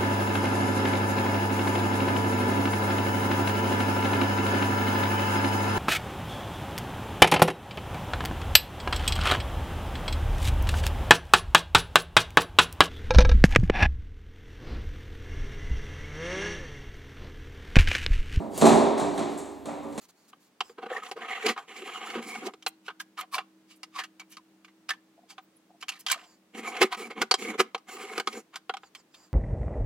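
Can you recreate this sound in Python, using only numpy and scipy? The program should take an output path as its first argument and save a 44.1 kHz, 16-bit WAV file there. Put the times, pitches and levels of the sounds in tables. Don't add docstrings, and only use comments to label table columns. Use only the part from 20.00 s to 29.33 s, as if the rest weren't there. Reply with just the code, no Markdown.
import sys
import numpy as np
from scipy import signal
from scipy.fft import rfft, irfft, next_fast_len
from scipy.io import wavfile
from scipy.ndimage import uniform_filter1d

SR = 44100
rng = np.random.default_rng(int(sys.argv[2]) if len(sys.argv) > 2 else 0)


def to_wav(sig):
    pcm = np.clip(np.atleast_2d(sig), -1, 1) * 32767
    pcm = np.round(pcm).astype(np.int16)
    wavfile.write(sys.argv[1], SR, pcm.T)


N = 411453
TAPS = 8192
HZ = np.fft.rfftfreq(TAPS, 1 / SR)
BAND_EDGES = [0, 480, 700, 1500, 1950, 3500, 5000, SR]
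BANDS = np.array([np.interp(HZ, BAND_EDGES, np.repeat(row, 2)) for row in np.eye(4)])

# (frequency [Hz], level [dB])
AIR_TONE = [(18, -73.5), (30, -44.5), (75, -35.5), (161, -17.5), (184, -12.5), (233, -14), (280, -14),
            (319, -12.5), (355, -17.5), (426, -17), (473, -20), (9220, -39), (10200, -42),
            (16000, -42.5)]
# (frequency [Hz], width [ratio])
AIR_WIDTH = [(60, .5), (140, .1), (300, 0.23), (1400, 0.59), (3000, 0.93)]
# (pitch [Hz], level [dB])
HUM_TONES = [(193, -9.5), (319, -3)]
# (time [s], level [dB])
HUM_LEVEL = [(0, -97), (2.3, -64), (2.7, -61.5), (4.9, -62), (5.5, -66.5), (6.4, -66), (8.5, -70),
             (9.3, -72.5)]
# (frequency [Hz], time to fade by 60 dB [s])
ROOM_DECAY = [(200, 0.11), (1000, 0.27), (4000, .22), (15000, 0.12)]
# (frequency [Hz], likeness [0 to 1])
LIKENESS = [(40, .8), (130, 0.99), (600, 1), (1400, 0.95), (3000, 0.66), (7000, .55), (15000, .4)]
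# (frequency [Hz], left minus right [dB])
BALANCE = [(200, -0.4), (1000, 0), (2500, -2), (8000, -1.5), (14000, -1)]
# (middle time [s], length [s], level [dB], crackle over swish [dB],
# rate of the cloth's ribs [Hz])
BRUSHES = [(0.034, 0.073, -64, 1, 2130), (0.099, 0.037, -63.5, 1, 2150), (0.224, 0.19, -72.5, -3, 2240),
           (0.294, 0.042, -68.5, 5, 2370), (0.443, 0.12, -75.5, 5.5, 2300), (0.679, 0.14, -62.5, -7, 2500),
           (6.263, 0.28, -64.5, -12, 2450), (8.856, 0.09, -64.5, -17, 2280), (8.99, 0.07, -61.5, -23, 2520),
           (9.207, 0.21, -63, -12, 2400)]
# (frequency [Hz], level [dB])
SWISH_TONE = [(150, -9), (1000, 2.5), (3500, -12.5), (7300, -4.5), (9000, -24), (16000, -26.5)]
# (middle time [s], length [s], level [dB])
SLIDES = [(2.681, 0.036, -46), (3.012, 0.026, -53), (3.2, 0.05, -53), (3.212, .005, -44),
          (3.344, 0.062, -52), (3.354, .005, -40), (3.768, 0.035, -68), (3.975, 0.05, -65),
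          (4.317, .05, -61), (6.004, 0.033, -52), (6.119, .008, -23.5)]
# (time [s], length [s], level [dB], start pitch [Hz], end pitch [Hz])
SQUEAKS = [(2.88, 0.035, -51, 1116, 747), (2.998, 0.022, -39, 1696, 1560),
           (3.171, 0.055, -38.5, 1291, 1153), (3.205, 0.056, -50.5, 760, 717),
           (3.318, .046, -36, 1195, 954), (3.345, 0.041, -41.5, 796, 702), (3.95, 0.033, -38, 1165, 1070),
           (3.99, 0.052, -45, 1690, 1760), (4.205, 0.024, -56.5, 1354, 960), (4.368, 0.039, -57, 1195, 940),
           (4.901, 0.027, -32.5, 1760, 1730), (5.168, .04, -59, 639, 730), (5.212, 0.049, -63.5, 760, 674),
           (5.31, .037, -59, 778, 790), (5.41, 0.055, -72, 15400, 15400), (5.555, 0.032, -66, 10850, 10200),
           (5.685, 0.043, -59.5, 643, 805), (5.725, 0.045, -63, 740, 670), (6.14, 0.044, -51, 800, 590),
           (6.195, 0.097, -61, 732, 698)]
# (time [s], level [dB], swell [s], brightness [dB], ring [Hz])
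GAUGE_TAPS = [(2.625, -62, 0.00061, 7.5, 3140), (2.865, -59.5, 0.0091, 9.5, 2700),
              (2.882, -36, 0.00073, -17, 700), (2.902, -44.5, 0.0014, -12, 1560),
              (3.002, -45, 0.0021, 10.5, 1630), (3.178, -42.5, 0.0026, -4, 1300),
              (3.192, -38, 0.0035, -2.5, 1120), (3.2105, -45, 0.00037, 1.5, 2150),
              (3.232, -50.5, 0.0018, -12, 1100), (3.345, -32.5, 0.0077, 6, 1080),
              (3.382, -30, 0.00092, -11, 740), (3.406, -46.5, 0.0023, -11, 1100),
              (3.423, -65, 0.0013, -13, 1100), (3.712, -63.5, 0.014, 14, 2890),
              (3.832, -48, 0.000079, 5.5, 5160), (3.963, -41, 0.012, 2.5, 1110),
              (3.992, -34, 0.0063, -2, 1830), (4.038, -46, 0.0014, 5, 1830),
              (4.198, -53.5, 0.00098, 7.5, 2300), (4.215, -56, 0.0023, -15, 2190),
              (4.325, -63.5, .011, 16.5, 2790), (4.369, -47, 0.00025, 5, 1240),
              (4.647, -57.5, 0.00043, 1.5, 2370), (4.683, -62.5, 0.0037, -5, 2050),
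              (4.8925, -36, 0.0019, 1.5, 5200), (4.9055, -34, 0.00059, 2, 1760),
              (4.936, -54, 0.0017, -3, 1760), (5.305, -54, 0.0072, 11.5, 785),
              (5.381, -43, 0.00052, -13.5, 760), (5.813, -67, 0.0036, 21, 2800),
              (5.826, -43, 0.00049, -2, 3170), (5.8835, -46, 0.00053, 7.5, 2440),
              (5.891, -43, 0.00054, 12, 2800), (5.963, -66, 0.00034, 8.5, 3900),
              (6.003, -78, 0.006, 29.5, 3030), (6.065, -39.5, 0.00045, 8.5, 3490),
              (6.086, -41.5, 0.0044, 6, 3170), (6.1, -33, 0.001, 6.5, 1560), (6.111, -40.5, .001, 10, 2700),
              (6.1152, -33.5, 0.0002, 9.5, 7800), (6.127, -35.5, 0.0011, 5, 2300),
              (6.143, -40.5, 0.00097, -3, 1240), (6.188, -54.5, .001, -10, 2200),
              (6.215, -69, 0.0024, 0, 2200), (6.24, -62.5, 0.0036, 5, 3200), (8.543, -47, 0.0059, -8, 1104),
              (8.558, -42, 0.00071, 4.5, 1586), (8.95, -54.5, 0.00039, 8.5, 3240),
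              (9.145, -62.5, 0.0028, 9, 3570)]
# (time [s], first bounce level [dB], brightness [dB], ring [Hz])
RATTLES = [(5.92, -52.5, 2, 2160), (6.159, -51, -1.5, 1490)]
# (frequency [Hz], level [dB])
GAUGE_TONE = [(40, -61.5), (100, -41.5), (150, -68), (200, -46), (400, -15), (600, -16.5), (1100, 1.5),
              (2200, -4.5), (3200, -5), (5000, -8.5), (7500, -16.5), (11000, -22.5), (15500, -31.5)]
# (frequency [Hz], width [Hz], boost [dB])
GAUGE_RINGS = [(760, 140, 12.5), (877, 28, -17.5), (1040, 94, 5), (1240, 99, 7), (1370, 120, 0),
               (1560, 51, 3), (2300, 160, 7), (2820, 200, 4.5), (3170, 160, 4.5), (4440, 110, 3),
               (6970, 300, 5), (10600, 400, 4)]
# (frequency [Hz], width [Hz], boost [dB])
RAIL_RINGS = [(222, 22, 13), (379.8, 10, 3.5), (470, 110, 8), (622, 84, -14), (760, 133, 12.5),
              (885, 47, -16), (1080, 110, 0.5), (1240, 51, 5.5), (1400, 76, -10), (1430, 35, 3.5),
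              (1760, 340, -1), (2180, 130, 5.5), (2740, 120, -7), (2780, 190, 7), (3202, 46, 6.5),
              (3800, 340, -1), (3980, 64, 6), (4330, 96, 2), (5700, 1200, -1.5), (7000, 450, 3),
              (10200, 1600, 4.5)]
# (frequency [Hz], width [Hz], boost [dB])
IRON_RINGS = [(1490, 150, 3), (1760, 140, -4.5), (2650, 230, 2.5), (4560, 120, 2), (12500, 76, 7)]
# (time [s], level [dB], thud [dB], brightness [dB], ring [Hz])
KNOCKS = [(0.331, -52.5, -5, -17, 1120), (0.606, -31, -9, -1.5, 3090), (0.696, -59, 12.5, -11, 470),
          (2.537, -52.5, 9, 2.5, 1320), (2.664, -33, -7.5, 7.5, 2480), (7.3121, -25, -4, 7, 4500),
          (7.3406, -29, 0, 8.5, 1090), (7.747, -33, 1.5, -7.5, 794), (7.779, -55.5, -6, 9, 1210),
          (8.273, -28.5, 3, 2.5, 1320), (8.695, -31.5, -1, -11, 1400), (8.739, -36.5, -12.5, -7, 810),
          (8.769, -46, -11, 2.5, 1430), (8.834, -51.5, -7, -25, 805)]
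# (frequency [Hz], level [dB])
KNOCK_TONE = [(40, -40.5), (100, -35.5), (150, -32.5), (200, -29.5), (400, -5), (600, -11.5), (1100, -0.5),
              (2200, -9), (3200, -8), (5000, -15.5), (7500, -25.5), (11000, -37.5), (15500, -47)]
# (time [s], level [dB], swell [s], fade [s], thud [dB],
# brightness [dB], ring [Hz])
CATCHES = [(0.784, -45, 0.0029, 0.011, 4, -14, 466), (0.83, -37.5, 0.007, 0.013, 6, -8.5, 760),
           (0.865, -42.5, 0.0045, 0.0043, 4.5, -10, 474), (0.903, -42, 0.0024, 0.0061, -5, -13, 513),
           (0.969, -44.5, 0.0032, 0.008, 1, 4, 1830), (1.066, -48.5, 0.0056, .006, -10, 4, 3400),
           (1.114, -38.5, 0.00061, 0.0076, 7.5, 9.5, 818), (1.167, -42, 0.0035, 0.042, 5.5, -2, 1100),
           (1.465, -32, 0.0036, 0.0057, 2.5, 12.5, 414), (1.489, -32.5, 0.0051, 0.014, 6, 10, 238),
           (1.565, -42, 0.0013, .006, -9, -13, 1110), (1.578, -35, 0.0026, 0.012, -11.5, -6.5, 1080),
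           (1.765, -56, 0.0026, 0.016, 9, 17.5, 2300), (2.102, -54.5, 0.0023, 0.01, -5, 14, 2900),
           (2.153, -36.5, 0.0023, 0.027, 10.5, -6, 229), (2.355, -41, 0.0065, 0.0079, -13, -4, 810),
           (2.47, -48, .011, 0.0052, 14, 18.5, 399), (6.77, -41.5, 0.0042, 0.0049, -5.5, 4.5, 2280),
           (6.818, -23.5, .004, 0.0061, 6, 6, 367), (6.828, -23.5, 0.0033, .0074, -10, 8, 380),
           (6.926, -31, 0.0058, 0.011, -13.5, 4, 1000), (6.947, -39.5, .003, .006, -8.5, 5.5, 1320),
           (7.108, -43.5, 0.0046, 0.012, 4.5, 0.5, 2170), (7.218, -26, 0.002, 0.0067, 5.5, 9, 1428),
           (7.604, -21, 0.0064, 0.0066, 7, 8, 1333), (8.18, -32.5, 0.0023, 0.0055, 8.5, 9.5, 1400),
           (8.199, -35, 0.0007, 0.005, 4.5, 8, 1610), (8.33, -56.5, 0.0047, .008, 3, 20.5, 2200)]
# (frequency [Hz], level [dB])
CATCH_TONE = [(40, -33.5), (100, -39), (150, -22.5), (200, -17), (340, -3.5), (500, -7), (700, -4),
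              (1100, -1.5), (1550, -2), (2200, -6), (3200, -10), (5000, -18.5), (7500, -27), (11000, -36),
              (15500, -39)]
# (time [s], length [s], level [dB], start pitch [Hz], end pitch [Hz])
CHATTERS = [(.902, 0.033, -36.5, 503, 470), (.925, 0.017, -40, 1790, 1900), (.958, .019, -35, 1885, 1860),
            (.97, 0.02, -44, 440, 514), (1.016, 0.028, -43.5, 1237, 1260), (1.152, 0.035, -44.5, 470, 454),
            (1.435, 0.052, -32.5, 434, 400), (1.805, 0.047, -47, 340, 427), (1.88, 0.026, -47, 1240, 1300),
            (1.94, 0.032, -44, 1200, 1320), (1.945, 0.052, -46.5, 2960, 2800),
            (2.065, 0.031, -46.5, 1240, 1370), (2.14, 0.12, -45, 235.3, 228), (2.255, 0.032, -49, 384, 229),
            (2.265, 0.13, -47, 2380, 2166), (2.345, 0.076, -49.5, 232, 221), (2.46, 0.041, -45.5, 505, 985),
            (6.565, 0.084, -49.5, 270, 214), (6.665, 0.034, -39.5, 2360, 2220),
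            (6.808, 0.05, -25.5, 377, 370), (7.025, 0.054, -47.5, 2250, 2300),
            (7.045, 0.062, -50, 239, 225), (7.43, 0.039, -44, 2300, 2110), (7.46, 0.063, -42.5, 2230, 2190),
            (7.46, 0.076, -43, 330, 307), (7.54, 0.03, -41.5, 470, 398), (7.588, 0.041, -34, 394, 372),
            (7.905, .07, -66, 15000, 15100), (7.925, 0.056, -49, 407, 335), (8.018, 0.058, -46, 339, 478),
            (8.08, 0.05, -50, 2235, 2150), (8.1, 0.038, -47, 420, 442)]
# (start [s], end [s], force [dB], rise in force [dB], bass from depth of cut [dB], edge bite [dB],
# shaving hiss [dB], ring [Hz], ring strength [ratio], boom [Hz], boom strength [ratio])
STROKES = [(0.898, 0.992, -40.5, 2.5, -10, -1.5, -5.5, 1860, 1, 477, 2.5),
           (1.035, 1.095, -49, 1, -9, 1.5, 2, 1814, .7, 482, 1.1),
           (1.213, 1.264, -43, 3.5, -10.5, 2, -4, 1857, 1.2, 472, 2.3),
           (1.286, 1.433, -39, -1, -12, 4, -2.5, 1930, 1.4, 465, 2.3),
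           (1.453, 1.51, -34.5, 2, -5, 4, -3.5, 1970, 1.2, 412, 1.1),
           (1.591, 1.64, -56, 4, -15, -3.5, 1.5, 1905, .5, 419, 1.4),
           (1.684, 1.921, -51, 4.5, -2, 5, 3.5, 2880, .9, 394, 0.96),
           (1.939, 2.193, -45, 5, -8.5, 1, 1, 2860, 1.1, 333, 1.6),
           (2.228, 2.412, -49.5, 2, -3, 2, 7, 2190, 1.7, 224.4, 2.1),
           (2.432, 2.486, -39.5, 1.5, -3.5, -5, -3.5, 2160, 1.2, 300, 1.6),
           (6.55, 6.605, -49, 3.5, 5, 6.5, 6.5, 2240, 1.3, 246, 1.1),
           (6.637, 6.86, -43, 0, -4, 1.5, 2, 2266, 1.8, 344, 0.99),
           (6.976, 7.073, -48.5, 11, 3, -1, 7, 2230, 1.1, 397, 1),
           (7.166, 7.238, -47.5, 3, 6.5, 0.5, -5.5, 2240, 1.2, 225, 1.8),
           (7.393, 7.508, -46, 14, 5.5, 3.5, 9.5, 2250, 1.7, 229.6, 2.1),
           (7.542, 7.555, -43.5, -1.5, 1.5, 1, -3, 2220, 1.4, 233.4, 1),
           (7.63, 7.713, -64, -15.5, 6, 1, -11, 2233, 1.4, 230, 1.9),
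           (7.888, 8.21, -47.5, 1.5, -4.5, 0, 4.5, 2147, 1.1, 397, 0.87),
           (8.277, 8.396, -51.5, -1.5, 6, 1, 8, 2120, 1.4, 306, 0.92)]
# (frequency [Hz], level [dB])
CUT_TONE = [(40, -29), (100, -26.5), (150, -32.5), (200, -7.5), (400, -0.5), (600, -6), (1100, -2.5),
            (2200, -8.5), (3200, -13), (4300, -19), (7500, -24.5), (11000, -30.5), (15500, -37.5)]


def gain_of(db):
    return 10 ** (np.asarray(db) / 20)


def evened(x):
    return x / np.sqrt(np.mean(x ** 2) + 1e-20)


def read(points, hz):
    f, value = np.transpose(points)
    return np.interp(np.log(hz + 1), np.log(f + 1), value)


def follow(rows):
    times, *columns = np.transpose(rows)
    return [np.interp(np.arange(N) / SR, times, column) for column in columns]


def add(mix, s, sound):
    part = mix[max(round(s * SR), 0):][:len(sound)]
    part += sound[:len(part)]


def wander(rate_hz, step=64):
    size = N // step + 2
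    f = np.fft.rfftfreq(size, step / SR)
    slow = evened(irfft(rfft(rng.standard_normal(size)) / (1 + (f / rate_hz) ** 4), size))
    return np.interp(np.arange(N) / step, np.arange(size), slow)


def bumps(rings):
    return sum(db / (1 + (2 * (HZ - hz) / width) ** 2) for hz, width, db in rings)


def ripple(depth_db, from_hz, size=28):
    peaks = evened(uniform_filter1d(uniform_filter1d(rng.standard_normal(len(HZ)), size), size))
    softened = np.where(peaks > 0, 2 * np.tanh(peaks / 2), peaks)
    return depth_db * softened * HZ ** 2 / (HZ ** 2 + from_hz ** 2)


def ringing_filter(db):
    log_gain = np.log(gain_of(np.r_[db, db[-2:0:-1]]))
    return np.exp(np.conj(signal.hilbert(log_gain)))[:len(db)]


def resonate(x, hz, width_hz):
    turn = np.exp(2j * np.pi * np.cumsum(hz) / SR)
    decay = np.exp(-np.pi * width_hz / SR)
    return 2 * (turn * signal.lfilter([1 - decay], [1, -decay], x / turn + 1e-18)).real


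def room_air(level_db=-66.5):
    size = next_fast_len(N)
    f = np.fft.rfftfreq(size, 1 / SR)
    mid, side = rfft(rng.standard_normal((2, size))) * gain_of(read(AIR_TONE, f))
    side = side * read(AIR_WIDTH, f)
    air = irfft(np.array([mid + side, mid - side]), size)[:, :N]
    return evened(air) * gain_of(level_db + 0.2 * wander(4.3))


def hum(drift=.004):
    tones = np.zeros(N)
    for hz, db in HUM_TONES:
        level = gain_of(db + wander(2.6))
        pitch = hz * (1 + drift * wander(5.75))
        tones += level * np.sin(2 * np.pi * np.cumsum(pitch) / SR)
    return np.sqrt(2) * tones * gain_of(follow(HUM_LEVEL)[0])


def workshop_echo(x, early_db=-22, late_db=-29):
    size = SR // 2
    bounces = rng.choice([-1., 1.], (2, size)) * (rng.random((2, size)) < 3000 / SR)
    bounces[:, :round(.012 * SR)] = 0
    hz, t, spectrum = signal.stft(bounces, SR, nperseg=256)
    fade = gain_of(-60 * t / read(ROOM_DECAY, hz)[:, None])
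    tail = signal.istft(spectrum * fade, SR, nperseg=256)[1]
    early = np.zeros_like(tail)
    early[:, (rng.uniform(.003, .018, 8) * SR).astype(int)] = rng.choice([-1., 1.], 8) / np.sqrt(8)
    echo = gain_of(early_db) * early + gain_of(late_db) * tail / np.linalg.norm(tail[0])
    return signal.fftconvolve(x[None], echo, axes=1)[:, :N]


def stereo(direct, scattered, lag_s=3.4e-5):
    size = next_fast_len(N + TAPS)
    f = np.fft.rfftfreq(size, 1 / SR)
    same = np.clip(read(LIKENESS, f), 0, 1)
    mid = rfft(direct, size)
    side = np.sqrt((1 - same) / (1 + same)) * rfft(scattered, size)
    side -= 1j * np.tan(np.minimum(np.pi * f * lag_s, .62)) * mid
    lean = gain_of(read(BALANCE, f) / 2)
    return irfft(np.array([(mid + side) * lean, (mid - side) / lean]), size)[:, :N]


def sleeves(grain_db=4, crackle_hz=2500, whistle=0.66, width_hz=600, slowing=.11):
    out = np.zeros(N)
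    for s, length, db, crackle_db, rib_hz in BRUSHES:
        size = round(length * SR) + 2
        f = np.fft.rfftfreq(size, 1 / SR)
        rub, grains, sizes = rng.standard_normal((3, size))
        hz = rib_hz * (1 + slowing * np.linspace(.5, -.5, size) + .022 * wander(20)[:size])
        ribs = sum(resonate(resonate(rub, k * hz, width_hz), k * hz, width_hz) / k for k in (2, 3))
        swish = evened(irfft(rfft(rub) * gain_of(read(SWISH_TONE, f)), size))
        swish = evened(swish + whistle * evened(ribs))
        grains = grains * gain_of(grain_db * sizes)
        crackle = evened(irfft(rfft(grains) * f / (f + crackle_hz) ** 1.8, size))
        cloth = swish + gain_of(crackle_db) * crackle
        add(out, s - length / 2, gain_of(db) * cloth * signal.windows.tukey(size, .7))
    return out


def gauge_slides(band_hz=(7500, 14000), grain_db=3, judder_db=2.5):
    grains = rng.standard_normal(N) * gain_of(grain_db * rng.standard_normal(N))
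    treble_only = signal.butter(2, band_hz, "band", fs=SR)
    judder = gain_of(judder_db * np.clip(wander(150), -2, 1.5))
    sizzle = evened(signal.lfilter(*treble_only, grains)) * judder
    pressure = np.zeros(N)
    for s, length, db in SLIDES:
        add(pressure, s - length / 2, gain_of(db) * signal.windows.tukey(round(length * SR) + 2, .7))
    return sizzle * pressure


def stick_slip(rows, level_db, jitter, jitter_hz, flutter_db, taper, lowest_hz=186):
    out = np.zeros(N)
    waver = 1 + jitter * wander(jitter_hz)
    flutter = gain_of(flutter_db * wander(jitter_hz))
    for s, length, db, start_hz, end_hz in rows:
        size = round(length * SR) + 2
        at = round(s * SR) + np.arange(size)
        turns = np.cumsum(np.geomspace(start_hz, end_hz, size) * waver[at]) / SR
        tone = np.sin(2 * np.pi * turns) * flutter[at] * signal.windows.tukey(size, taper)
        add(out, s, gain_of(db + level_db) * evened(tone))
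    return signal.sosfilt(signal.butter(6, lowest_hz, "high", fs=SR, output="sos"), out)


def hits(rows, tone, rings, level_db, bite_db, bite_share, ring_db, ring_sharpness, crack,
         grain_db, tail_db, tail_s):
    out, t = np.zeros(N), np.arange(TAPS) / SR
    body_db = read(tone, HZ) + bumps(rings)
    for s, db, swell, fade, thud_db, bright_db, ring_hz in rows:
        lead = 4 * swell
        rising = np.exp(np.minimum(t - lead, 0) / swell)
        after = np.maximum(t - lead, 0)
        tail = gain_of(tail_db) * np.exp(-after / tail_s)
        dying = (1 + after / fade) * np.exp(-1.5 * after / fade) + tail
        noise, sizes = rng.standard_normal((2, TAPS))
        burst = rising * dying * noise * gain_of(grain_db * sizes)
        blow = rfft(burst / np.linalg.norm(burst) + crack * (np.arange(TAPS) == round(lead * SR)))
        chance_db = 10 * np.log10(BANDS @ abs(blow) ** 2 / BANDS.sum(axis=1))
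        wanted_db = np.array([thud_db, 0, bite_db + bite_share * bright_db, bright_db])
        tone_db = body_db + (wanted_db - chance_db) @ BANDS
        lift_db = ring_db - 0.14 * np.interp(ring_hz, HZ, bumps(rings))
        spot_db = bumps([(ring_hz, ring_hz / ring_sharpness, lift_db)])
        sound = blow * ringing_filter(tone_db + ripple(depth_db=3.5, from_hz=1700) + spot_db)
        middle = np.linalg.norm(irfft(sound * BANDS[1])) / np.sqrt(.02 * SR)
        add(out, s - lead, irfft(sound) * gain_of(db + level_db) / middle)
    return out


def gauge_taps(bounces=6, gap_s=0.018, loss_db=3.5, bounce_swell_s=0.0023, fade_s=0.0076):
    touches = list(GAUGE_TAPS)
    for s, db, bright_db, ring_hz in RATTLES:
        for k in range(bounces):
            bounce_hz = ring_hz * np.exp(0.22 * rng.standard_normal())
            touches.append((s + k * gap_s, db - loss_db * k, bounce_swell_s, bright_db, bounce_hz))
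    rows = [(s, db, swell, fade_s + swell, 2.5 - 0.46 * bright_db, bright_db, ring_hz)
            for s, db, swell, bright_db, ring_hz in touches]
    return hits(rows, GAUGE_TONE, GAUGE_RINGS, level_db=-2, bite_db=2, bite_share=0.38, ring_db=9.5,
                ring_sharpness=6, crack=0.17, grain_db=2.5, tail_db=-35, tail_s=.02)


def jolted_rings(damping=1.13, rail_share=0.92):
    return [(hz, width * damping, db * rail_share) for hz, width, db in RAIL_RINGS] + IRON_RINGS


def spokeshave_knocks(swell_s=0.00033, fade_s=0.0061):
    rows = [(s, db, swell_s, fade_s, *colour) for s, db, *colour in KNOCKS]
    return hits(rows, KNOCK_TONE, jolted_rings(), level_db=0, bite_db=-1.5, bite_share=0.17,
                ring_db=7.5, ring_sharpness=7.2, crack=0.088, grain_db=5, tail_db=-32.5, tail_s=0.014)


def blade_catches():
    return hits(CATCHES, CATCH_TONE, jolted_rings(), level_db=-.5, bite_db=-1, bite_share=0.51,
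                ring_db=9.5, ring_sharpness=5, crack=0.076, grain_db=3.5, tail_db=-30, tail_s=0.026)


def stroke_curves(attack_s=0.017, release_s=0.026, ring_sink=.01, boom_sink=0.039, uneven_hz=14):
    t, force, colour = np.arange(N) / SR, np.zeros(N), []
    for start, end, db, rise_db, depth_db, bite_db, hiss_db, ring_hz, ring, boom_hz, boom in STROKES:
        travel = np.interp(t, [start, end], [-1, 1])
        arch_db = .5 - travel ** 2
        lifted = np.maximum(start - t, 0) / attack_s + np.maximum(t - end, 0) / release_s
        force += gain_of(db + travel * rise_db / 2 + arch_db - 20 * np.minimum(lifted, 10))
        for s, along in (start, -1), (end, 1):
            push_db = along * rise_db / 2
            colour.append((s, depth_db, bite_db - 0.72 * push_db, hiss_db - 0.53 * push_db,
                           ring_hz * (1 - ring_sink * along), ring,
                           boom_hz * (1 - boom_sink * along), boom))
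    depth_db, bite_db, hiss_db, *ringing = follow(colour)
    spreads = (20 * np.log10(force), 2.1), (depth_db, 2), (bite_db, 2), (hiss_db, 3)
    return [db + spread_db * wander(uneven_hz) for db, spread_db in spreads] + ringing


def travelling(x, count=4, shift_db=5, shift_hz=6):
    spots = [irfft(ringing_filter(ripple(depth_db=5, from_hz=3000, size=48))) for _ in range(count)]
    sounds = np.array([signal.oaconvolve(x, spot)[:N] for spot in spots])
    shares = np.array([gain_of(shift_db * wander(shift_hz)) ** 2 for _ in range(count)])
    return (sounds * shares).sum(axis=0) / shares.sum(axis=0)


def spokeshave_cuts(snaps_per_s=4200, slips_per_s=60, judder_db=2.5, judder_hz=70, rasp_hz=7100):
    force_db, depth_db, bite_db, hiss_db, ring_hz, ring, boom_hz, boom = stroke_curves()
    sizes = gain_of(1.1 * np.minimum(rng.exponential(1, N), 5)) * rng.choice([-1, 1], N)
    snaps = evened(sizes * (rng.random(N) < snaps_per_s / SR))
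    slips = evened(rng.choice([-1., 1.], N) * (rng.random(N) < slips_per_s / SR))
    rub = rng.standard_normal(N)
    crunch = (snaps + 0.17 * slips + 0.5 * rub) * gain_of(judder_db * wander(judder_hz))
    tool = ring * resonate(crunch, ring_hz * (1 + 0.02 * wander(21)), width_hz=130)
    rail = boom * resonate(crunch, boom_hz * np.exp(0.11 * wander(13)), width_hz=65)
    shaving = sum(resonate(crunch, hz * np.exp(.14 * wander(20)), width_hz=90) for hz in (1250, 2600))
    cut = crunch + tool + rail + 1.5 * shaving
    hiss = 0.65 * cut + 0.9 * rng.standard_normal(N)
    rasp_level = .55 * gain_of(4 * wander(8))
    rasp = resonate(hiss, rasp_hz * np.exp(0.034 * wander(9)), width_hz=500)
    hiss = travelling(hiss + rasp)
    body = ringing_filter(read(CUT_TONE, HZ) + bumps(RAIL_RINGS) + ripple(depth_db=1, from_hz=6400))
    filters = np.fft.fftshift(irfft(body * BANDS), axes=1)
    parts = signal.oaconvolve(np.array([cut, cut, cut, hiss]), filters, axes=1)[:, TAPS // 2:][:, :N]
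    ranges = zip(parts, (depth_db, 0, bite_db, hiss_db - .5))
    return sum(part * gain_of(force_db + extra_db) for part, extra_db in ranges) / np.std(parts[1])


def handwork():
    work = spokeshave_cuts() + sleeves() + gauge_slides()
    work += stick_slip(CHATTERS, level_db=0.5, jitter=.03, jitter_hz=159.5, flutter_db=4.5, taper=0.84)
    work += stick_slip(SQUEAKS, level_db=-2.5, jitter=.028, jitter_hz=250, flutter_db=5.5, taper=0.93)
    return work + blade_catches() + spokeshave_knocks() + gauge_taps()


def scene():
    work = handwork()
    return stereo(work, scattered=handwork()) + workshop_echo(work) + room_air() + hum()


def record(dry):
    low_pass = signal.firwin(511, 16100, window=("kaiser", 9), fs=SR)
    return signal.oaconvolve(dry, low_pass[None], "same")


dry = scene()
out = record(dry)
to_wav(out)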